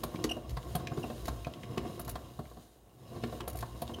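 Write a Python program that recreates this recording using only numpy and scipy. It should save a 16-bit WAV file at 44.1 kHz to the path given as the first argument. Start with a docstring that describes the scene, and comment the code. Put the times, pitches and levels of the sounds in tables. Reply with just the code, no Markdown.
"""First you hear gears rumbling and knocking, close by: a hand-cranked steel pasta machine is cutting
a sheet of dough. The rollers ring, the dough hisses and ticks through the cutters, and the kitchen
counter booms under the load. The loose crank clinks in its socket and a dry bearing squeaks.
The hand rests briefly near 2.8 s, then turns the crank again."""
import sys
import numpy as np
from scipy import signal
from scipy.fft import rfft, irfft, next_fast_len
from scipy.io import wavfile
from scipy.ndimage import map_coordinates

SR = 44100
rng = np.random.default_rng(int(sys.argv[2]) if len(sys.argv) > 2 else 0)


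def master(y):
    """Save y as 16-bit WAV."""
    cut = np.clip(np.atleast_2d(y).T, -1, 1)
    pcm = np.round(cut * 32767)  # scale
    wavfile.write(sys.argv[1], SR, pcm.astype(np.int16))


N = 4 * SR

# Levels in the tables are relative: the functions add an overall level for each sound.
# How loud each steady sound is over time: time_s, level_db
GEAR_EFFORT = [(0.0, -51), (0.22, -43.5), (0.34, -50), (0.6, -51.5), (0.79, -48), (0.93, -45.5),
               (1.14, -48), (1.29, -48.5), (1.51, -51), (1.88, -43), (2.03, -50.5), (2.22, -51),
               (2.39, -56.5), (2.71, -68.5), (2.96, -62), (3.12, -50), (3.27, -47.5), (3.33, -48),
               (3.5, -49), (3.64, -52.5), (3.87, -49.5), (4.0, -47)]
DOUGH_FEED = [(0, -61), (.2, -60), (.36, -62.5), (.47, -67), (.6, -62), (.72, -56), (.9, -66.5),
              (.99, -57.5), (1.22, -56.5), (1.38, -60), (1.56, -64), (1.68, -63), (1.8, -61.5),
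              (1.95, -57.5), (2.04, -66), (2.17, -63), (2.33, -64.5), (2.55, -65), (2.63, -62.5),
              (2.73, -71.5), (2.86, -78), (3.0, -70.5), (3.12, -62.5), (3.23, -61.5), (3.39, -58.5),
              (3.45, -70), (3.66, -61.5), (3.73, -62), (3.88, -59.5), (4, -64.5)]
COUNTER_SWELLS = [(0, -54), (.08, -44), (.19, -66), (.28, -39.5), (.4, -55.5), (.54, -35), (.62, -50.5),
                  (.69, -43.5), (.8, -46), (.92, -56), (1.0, -49), (1.16, -48), (1.29, -36), (1.42, -47),
                  (1.66, -57), (1.8, -42), (1.93, -61), (2.1, -43), (2.33, -54.5), (2.42, -50), (2.55, -53),
                  (2.8, -64), (3.08, -63), (3.25, -48), (3.4, -51.5), (3.6, -39.5), (3.7, -46),
                  (3.86, -45.5), (4, -58)]

# Gear knocks and their five parts: start_s, casing_db, thud_db, frame_db, plate_db, clack_db
GEAR_KNOCKS = [(.033, -33, -29, -31.5, -35, -40.5), (.140, -50, -32.5, -35, -43, -69),
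               (.187, -47, -34, -37.5, -48, -66), (.240, -39.5, -33, -26, -34, -44),
               (.307, -36, -41, -40, -45, -59), (.365, -33, -48, -37, -49.5, -69),
               (.568, -36.5, -33.5, -50, -36.5, -44.5), (.750, -25, -27, -42, -38.5, -38.5),
               (.796, -53, -30.5, -39.5, -46, -53), (.916, -42.5, -30, -35, -47.5, -72),
               (.972, -41, -27.5, -28.5, -45, -49.5), (1.038, -32, -38, -34, -43.5, -63),
               (1.099, -33.5, -50, -38, -44, -49.5), (1.279, -33, -34, -38, -35, -42),
               (1.467, -32, -28, -55, -45.5, -50), (1.773, -38, -29.5, -29, -38.5, -47),
               (1.849, -37.5, -63, -33, -48.5, -71), (1.992, -39.5, -36, -41.5, -42.5, -49),
               (2.072, -49, -36, -45, -56, -74), (2.078, -42, -51, -59, -43, -56),
               (2.154, -35.5, -35.5, -47.5, -37, -45), (2.39, -38, -31, -39.5, -45.5, -55.5),
               (2.512, -47.5, -51, -54, -58, -72), (2.569, -43.5, -35.5, -51, -58, -65),
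               (3.161, -45, -39.5, -40, -51, -56), (3.235, -39, -38.5, -27.5, -41.5, -41.5),
               (3.324, -35, -50, -34.5, -47, -57.5), (3.402, -41, -50, -40, -40, -64),
               (3.475, -34.5, -46, -44, -40, -51), (3.549, -40, -39, -45.5, -49, -75),
               (3.624, -35.5, -34, -41, -37, -50.5), (3.818, -30, -30.5, -43, -47.5, -44.5),
               (3.893, -35.5, -59, -38, -47.5, -57), (3.984, -58, -52, -38, -51, -70)]
# Clinks of the crank: start_s, high_ring_db, low_ring_db
CRANK_CLINKS = [(0.0355, -30.5, -42), (0.2399, -34.5, -30.5), (0.493, -49, -50), (0.5048, -47, -52),
                (0.752, -28, -40.5), (1.2546, -39.5, -43.5), (1.2705, -41, -50), (1.28, -41.5, -42),
                (1.775, -48, -48), (1.9946, -34.5, -55), (2.013, -44, -53), (2.0469, -42, -50),
                (2.0775, -41, -49), (2.091, -37, -48.5), (2.0944, -34, -46), (2.1106, -42, -52.5),
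                (3.478, -31.5, -44.5), (3.4974, -38, -49), (3.529, -45.5, -55), (3.556, -44, -54),
                (3.5696, -37.5, -47.5), (3.587, -38, -49), (3.606, -42, -48), (3.8177, -34.5, -48.5)]
# Dry ticks at the cutters: start_s, level_db, pitch_hz
CUTTER_TICKS = [(0.158, -34.5, 2720), (0.6285, -41, 3330), (0.871, -24.5, 2610), (1.447, -32, 2540),
                (1.5367, -37, 3140), (1.6327, -32.5, 2050), (1.7788, -27, 3070), (2.454, -45, 1640),
                (3.238, -30, 2020), (3.4057, -29.5, 2930), (3.8772, -38, 3700), (3.9848, -41, 1600)]
# Squeaks of the bearing: start_s, length_s, pitch_hz, level_db
BEARING_SQUEAKS = [(0.291, 0.015, 2875, -32.5), (0.309, 0.018, 2852, -31), (0.933, 0.022, 6940, -55),
                   (1.026, 0.024, 2760, -43.5), (3.936, .017, 3074, -41.5)]
# A squeak's tones at 1 to 5 times its pitch: level_db
SQUEAK_HARMONICS = [0, -15, -24, -29, -28]

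# The notes each steel part rings with (a fade is the time to drop 60 dB): pitch_hz, level_db, fade_s
ROLLER_NOTES = [(1823, -6, .03), (2610, -2.5, 0.027), (2824, 1, 0.032), (2922, 3.5, 0.03), (3180, 0, 0.023),
                (3900, 1, 0.033), (4520, -2.5, .025), (5210, -2, 0.03), (6230, -3.5, 0.021),
                (7100, -1, 0.0099)]
FRAME_NOTES = [(236, 0, .11), (262, -8, .08), (311, -7, .25), (357, -5, .14), (432, -9, .08)]
CASING_NOTES = [(482, -6, .07), (615, -2, .035), (707, 0, .085)]
PLATE_NOTES = [(950, -21, 0.055), (1056, -6, 0.12), (1136.6, 0, 0.049), (1294, -20, 0.044)]
CRANK_HIGH_NOTES = [(8880, -6, .07), (10310, -1, .055), (10650, -4, .03), (11450, 2, .03), (12400, -2, .03),
                    (13970, 0, .04), (15150, -4, .04)]
CRANK_LOW_NOTES = [(3880, -2, .04), (4450, 1, .045), (5240, -5, .05), (6300, -5, .03), (6930, -1, .05)]

# The colour of each noise, or how strong it is from bass to treble: pitch_hz, level_db
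GEAR_COLOUR = [(40, -41.5), (85, 6.5), (125, 10), (180, 0.5), (240, 2.5), (280, -0.5), (350, 5.5),
               (420, -4.5), (480, 0.5), (620, -7), (705, 0), (790, -18), (950, -11.5), (1100, -5.5),
               (1300, -22.5), (2200, -23.5), (5000, -79)]
DOUGH_COLOUR = [(500, -6), (1400, 7.5), (2300, -3.5), (3000, 5), (4000, 6.5), (5600, 1), (7000, 4),
                (7900, -1.5), (8700, 3), (11500, 1), (13000, 1), (15800, -3.5)]
COUNTER_COLOUR = [(25, -33), (42, -16), (53, -9.5), (61, -5), (69, -17), (80, -27), (120, -7), (200, -62.5)]
KITCHEN_COLOUR = [(20, -27), (40, 8), (60, -14), (120, -6.5), (180, -6.5), (350, -3), (550, -8.5),
                  (760, -4), (1000, -16.5), (1800, -23.5), (4000, -33), (9000, -25), (15500, -26)]
THUD_COLOUR = [(40, -40), (70, -18.5), (100, -4.5), (125, 1), (160, -3.5), (220, -15), (500, -31),
               (1500, -69)]
FRAME_COLOUR = [(80, -24), (170, -14), (240, -10), (400, 0), (500, -9), (700, -15), (1500, -72.5)]
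CASING_COLOUR = [(250, -19), (480, -12.5), (720, -0.5), (800, -18), (1000, -13.5), (2000, -51.5)]
PLATE_COLOUR = [(600, -32.5), (850, -2.5), (1130, -1), (1300, -7), (1800, -12), (2300, -24.5), (4000, -32)]
CLACK_COLOUR = [(600, -47), (1500, -10), (2300, 4), (3100, 9), (4400, 11), (6500, -8), (8000, -5.5),
                (15000, -34)]
CRANK_HIGH_COLOUR = [(4000, -23), (8300, -10), (10300, 6), (10900, -8), (11500, 8), (13000, -3.5),
                     (14000, 2), (14700, -22), (15800, 0)]
CRANK_LOW_COLOUR = [(800, -6), (1800, 8), (4400, 7), (7200, 7), (8200, -3), (12000, -41)]
RASP_COLOUR = [(700, -15), (1900, 13), (2900, -13), (3700, 4), (4500, 8), (7000, 1), (12000, 6),
               (15800, -17)]
AFTER_RING_COLOUR = [(1500, 7), (2850, -9.5), (6000, -13.5), (15000, -17)]
# The colour of a tick around its own pitch: pitch_ratio, level_db
TICK_COLOUR = [(.2, -20), (.71, -7), (1, 0), (1.39, -11), (2.26, -17), (4, -32)]

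# How long the kitchen's echo lasts: pitch_hz, fade_s
ECHO_FADES = [(100, 0.31), (700, 0.78), (3000, 0.19), (12000, 0.12)]

HIT_TIME = np.arange(11000) / SR  # seconds since a hit began


def amp(db):
    """Turn decibels into a number to multiply a sound by."""
    return 10 ** (np.asarray(db) / 20)


def unit(x):
    """Scale a sound to an average strength (rms) of 1."""
    return x / np.sqrt(np.mean(x ** 2) + 1e-20)


def at_pitch(rows, hz):
    """Read between (pitch_hz, value) rows, giving each octave equal room."""
    pitches, values = np.transpose(rows)
    return np.interp(np.log(hz + 1), np.log(pitches + 1), values)


def curve(rows):
    """Join (time_s, value) rows with straight lines, one value per sample."""
    return np.interp(np.arange(N) / SR, *np.transpose(rows))


def wobble(rate):
    """A smooth wander through `rate` random values a second."""
    return map_coordinates(rng.standard_normal(2048), [np.arange(N) * rate / SR], mode="wrap")


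def coloured(x, colour):
    """Give a sound this balance of bass and treble, at strength 1."""
    size = len(x)
    gains = amp(at_pitch(colour, np.fft.rfftfreq(size, 1 / SR)))
    cepstrum = irfft(np.log(gains), size)
    # Folding this onto its first half makes the filter ring after a hit, not before.
    cepstrum[1:size // 2] *= 2
    cepstrum[size // 2 + 1:] = 0
    return unit(irfft(rfft(x) * np.exp(rfft(cepstrum)), size))


def add(track, start_s, sound):
    """Mix a sound into the track at start_s."""
    i = max(0, round(start_s * SR))
    track[i:i + len(sound)] += sound[:N - i]


def fade(t, fade_s):
    """Die away by 60 dB every fade_s seconds."""
    return np.exp(-np.log(1000) * t / fade_s)


def burst(colour, rise_s, fade_s):
    """Many crowded notes struck together: noise that swells and dies."""
    noise = coloured(rng.standard_normal(len(HIT_TIME)), colour)
    return noise * np.minimum(HIT_TIME / rise_s, 1) * fade(np.maximum(HIT_TIME - rise_s, 0), fade_s)


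def ring(notes, rise_s, spread_db=3, detune=.008):
    """Clear notes, struck a little differently every time; the load shifts their pitch slightly."""
    hz, db, fade_s = np.transpose(notes)[:, :, None]
    gain = amp(db + spread_db * rng.standard_normal(hz.shape))
    hz = hz * (1 + detune * rng.uniform(-1.23, 1, hz.shape))
    waves = np.sin(2 * np.pi * (hz * HIT_TIME + rng.random(hz.shape))) * fade(HIT_TIME, fade_s)
    chord = (gain * waves).sum(0) / np.sqrt(np.sum(gain ** 2) / 2)
    return chord * np.minimum(HIT_TIME / rise_s, 1)


def grains(rate, spread_db):
    """Tiny random clicks of uneven size, about `rate` a second."""
    clicks = (rng.random(N) < rate / SR) * rng.choice([-1, 1], N)
    return unit(clicks * amp(spread_db * np.clip(rng.standard_normal(N), -2, 2)))


def gear_rumble():
    """Small contacts of the turning gears and rollers rumble in the frame."""
    contacts = grains(rate=220, spread_db=3.5) + amp(1.5) * rng.standard_normal(N)
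    level_db = curve(GEAR_EFFORT) + 1.5 + 1.26 * wobble(22.35)
    return amp(level_db) * coloured(contacts, GEAR_COLOUR)


def roller_ring():
    """The steel cutter rollers rub and ring, louder the harder the gears turn."""
    rubbing = unit(rng.standard_normal(N) + grains(rate=140, spread_db=4))
    steel = unit(signal.fftconvolve(rubbing, ring(ROLLER_NOTES, rise_s=.00011))[:N])
    level_db = curve(GEAR_EFFORT) - 17.5 + .32 * wobble(14)
    return amp(level_db) * steel


def dough_hiss():
    """The sheet hisses as it slides over steel, and tiny tears crackle as it parts into strands."""
    tear = burst(DOUGH_COLOUR, rise_s=.0003, fade_s=.008)
    crackle = unit(signal.fftconvolve(grains(rate=380, spread_db=5), tear)[:N])
    hiss = coloured(rng.standard_normal(N), DOUGH_COLOUR)
    level_db = curve(DOUGH_FEED) - .5 + 1.05 * wobble(29.17)
    return amp(level_db) * unit(hiss + amp(-5) * crackle)


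def counter_boom():
    """The counter top booms on one low, wavering note under the clamped machine."""
    pitch_hz = 61 + 6 * wobble(16)
    hum = np.sqrt(2) * np.sin(2 * np.pi * np.cumsum(pitch_hz) / SR)
    rumble = coloured(rng.standard_normal(N), COUNTER_COLOUR)
    return amp(curve(COUNTER_SWELLS)) * unit(hum + amp(-1.5) * rumble)


def kitchen_hush():
    """The faint, steady noise of the quiet kitchen."""
    return amp(-65) * coloured(rng.standard_normal(N), KITCHEN_COLOUR)


def gear_knocks(rise_s=.004):
    """Gear teeth take up their slack and clack: the base thuds; frame, casing and cover plate ring."""
    out = np.zeros(N)
    for start_s, casing_db, thud_db, frame_db, plate_db, clack_db in GEAR_KNOCKS:
        thud = burst(THUD_COLOUR, rise_s, fade_s=.076)
        frame = ring(FRAME_NOTES, rise_s) + .5 * burst(FRAME_COLOUR, rise_s, fade_s=.073)
        casing = amp(-1.5) * ring(CASING_NOTES, rise_s)
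        casing += amp(-3) * burst(CASING_COLOUR, rise_s, fade_s=.076)
        plate = burst(PLATE_COLOUR, rise_s, fade_s=.05) + amp(.5) * ring(PLATE_NOTES, rise_s)
        clack = burst(CLACK_COLOUR, rise_s=.0021, fade_s=.046)
        body = amp(thud_db - 3.5) * thud + amp(frame_db - 2.5) * frame + amp(casing_db - 2) * casing
        add(out, start_s, body + amp(plate_db - 1.5) * plate + amp(clack_db - 2) * clack)
    return out


def crank_clinks():
    """The loose steel crank shifts in its socket: each shift is a cluster of tiny uneven contacts."""
    out = np.zeros(N)
    for start_s, high_db, low_db in CRANK_CLINKS:
        chatter = unit(amp(2.2 * wobble(700)))[:len(HIT_TIME)]
        high = chatter * burst(CRANK_HIGH_COLOUR, rise_s=.0039, fade_s=.031)
        high += amp(-1.5) * ring(CRANK_HIGH_NOTES, rise_s=.0023)
        low = chatter * burst(CRANK_LOW_COLOUR, rise_s=.0016, fade_s=.042)
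        low += amp(-.5) * ring(CRANK_LOW_NOTES, rise_s=.0031)
        add(out, start_s, amp(high_db - 6.5) * high + amp(low_db - 2) * low)
    return out


def cutter_ticks():
    """The dough makes short dry snaps at the cutters, each around its own pitch."""
    out = np.zeros(N)
    for start_s, level_db, pitch_hz in CUTTER_TICKS:
        colour = [(pitch_hz * ratio, db) for ratio, db in TICK_COLOUR]
        add(out, start_s, amp(level_db - 7.5) * burst(colour, rise_s=.00096, fade_s=.022))
    return out


def bearing_squeaks(jitter=.027, sag_hz_per_s=9000, flutter_db=2.5):
    """A dry bearing sticks and slips in a shaky, falling, raspy tone; the rollers ring on after it."""
    out = np.zeros(N)
    rasp = amp(-19) * coloured(rng.standard_normal(N), RASP_COLOUR)
    for start_s, length_s, pitch_hz, level_db in BEARING_SQUEAKS:
        progress = np.clip((np.arange(N) / SR - start_s) / length_s, 0, 1)
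        sounding = (progress > 0) & (progress < 1)
        hz = pitch_hz * (1 + jitter * wobble(800)) - sag_hz_per_s * length_s * (progress - .5)
        phase = 2 * np.pi * np.cumsum(hz)[sounding] / SR
        tone = sum(amp(db) * np.sin(k * phase) for k, db in enumerate(SQUEAK_HARMONICS, 1))
        flutter = amp(flutter_db * wobble(400)[sounding])
        swell = np.sin(np.pi * progress[sounding])
        out[sounding] += amp(level_db) * swell * (tone * flutter + rasp[sounding])
    after_ring = burst(AFTER_RING_COLOUR, rise_s=.005, fade_s=1)
    return out + amp(-19) * signal.fftconvolve(out, after_ring / np.linalg.norm(after_ring))[:N]


def with_close_echoes(x, count=12, latest_s=.014):
    """The sound plus its treble bouncing back off the counter and the steel plates."""
    treble = signal.sosfilt(signal.butter(2, 1500, "high", fs=SR, output="sos"), x)
    echoes = np.zeros(N)
    for delay_s, sign in zip(rng.uniform(.0008, latest_s, count), rng.choice([-1, 1], count)):
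        add(echoes, delay_s, sign * treble / np.sqrt(count))
    return x + amp(-10) * echoes


def kitchen_echo(x):
    """The kitchen's short echo, each pitch dying at its own speed."""
    hz, t, noise = signal.stft(rng.standard_normal(SR // 2), SR, nperseg=256)
    fading = noise * fade(t, at_pitch(ECHO_FADES, hz)[:, None])
    tail = signal.istft(fading, SR, nperseg=256)[1]
    delayed = np.pad(x, (300, 0))
    return signal.fftconvolve(delayed, tail / np.linalg.norm(tail))[:N]


def scene():
    """The machine in the quiet kitchen; only a faint echo sets the left and right ears apart."""
    turning = gear_rumble() + roller_ring() + dough_hiss()
    background = counter_boom() + kitchen_hush()
    hits = gear_knocks() + crank_clinks() + cutter_ticks()
    squeaks = bearing_squeaks()
    centre = with_close_echoes(turning + hits) + squeaks + background
    centre += amp(-13) * kitchen_echo(hits + squeaks)
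    side = amp(-41) * kitchen_echo(centre)
    return np.array([centre + side, centre - side])


def record(dry, low_cut_hz=52.4, top_hz=15850):
    """Turn down the deepest bass and remove the very highest treble."""
    size = next_fast_len(N + SR // 2)
    hz = np.fft.rfftfreq(size, 1 / SR)
    bass_cut = hz ** 4 / np.hypot(hz ** 4, low_cut_hz ** 4)
    return irfft(rfft(dry, size) * (hz < top_hz) * bass_cut, size)[:, :N]


dry = scene()
out = record(dry)
master(out)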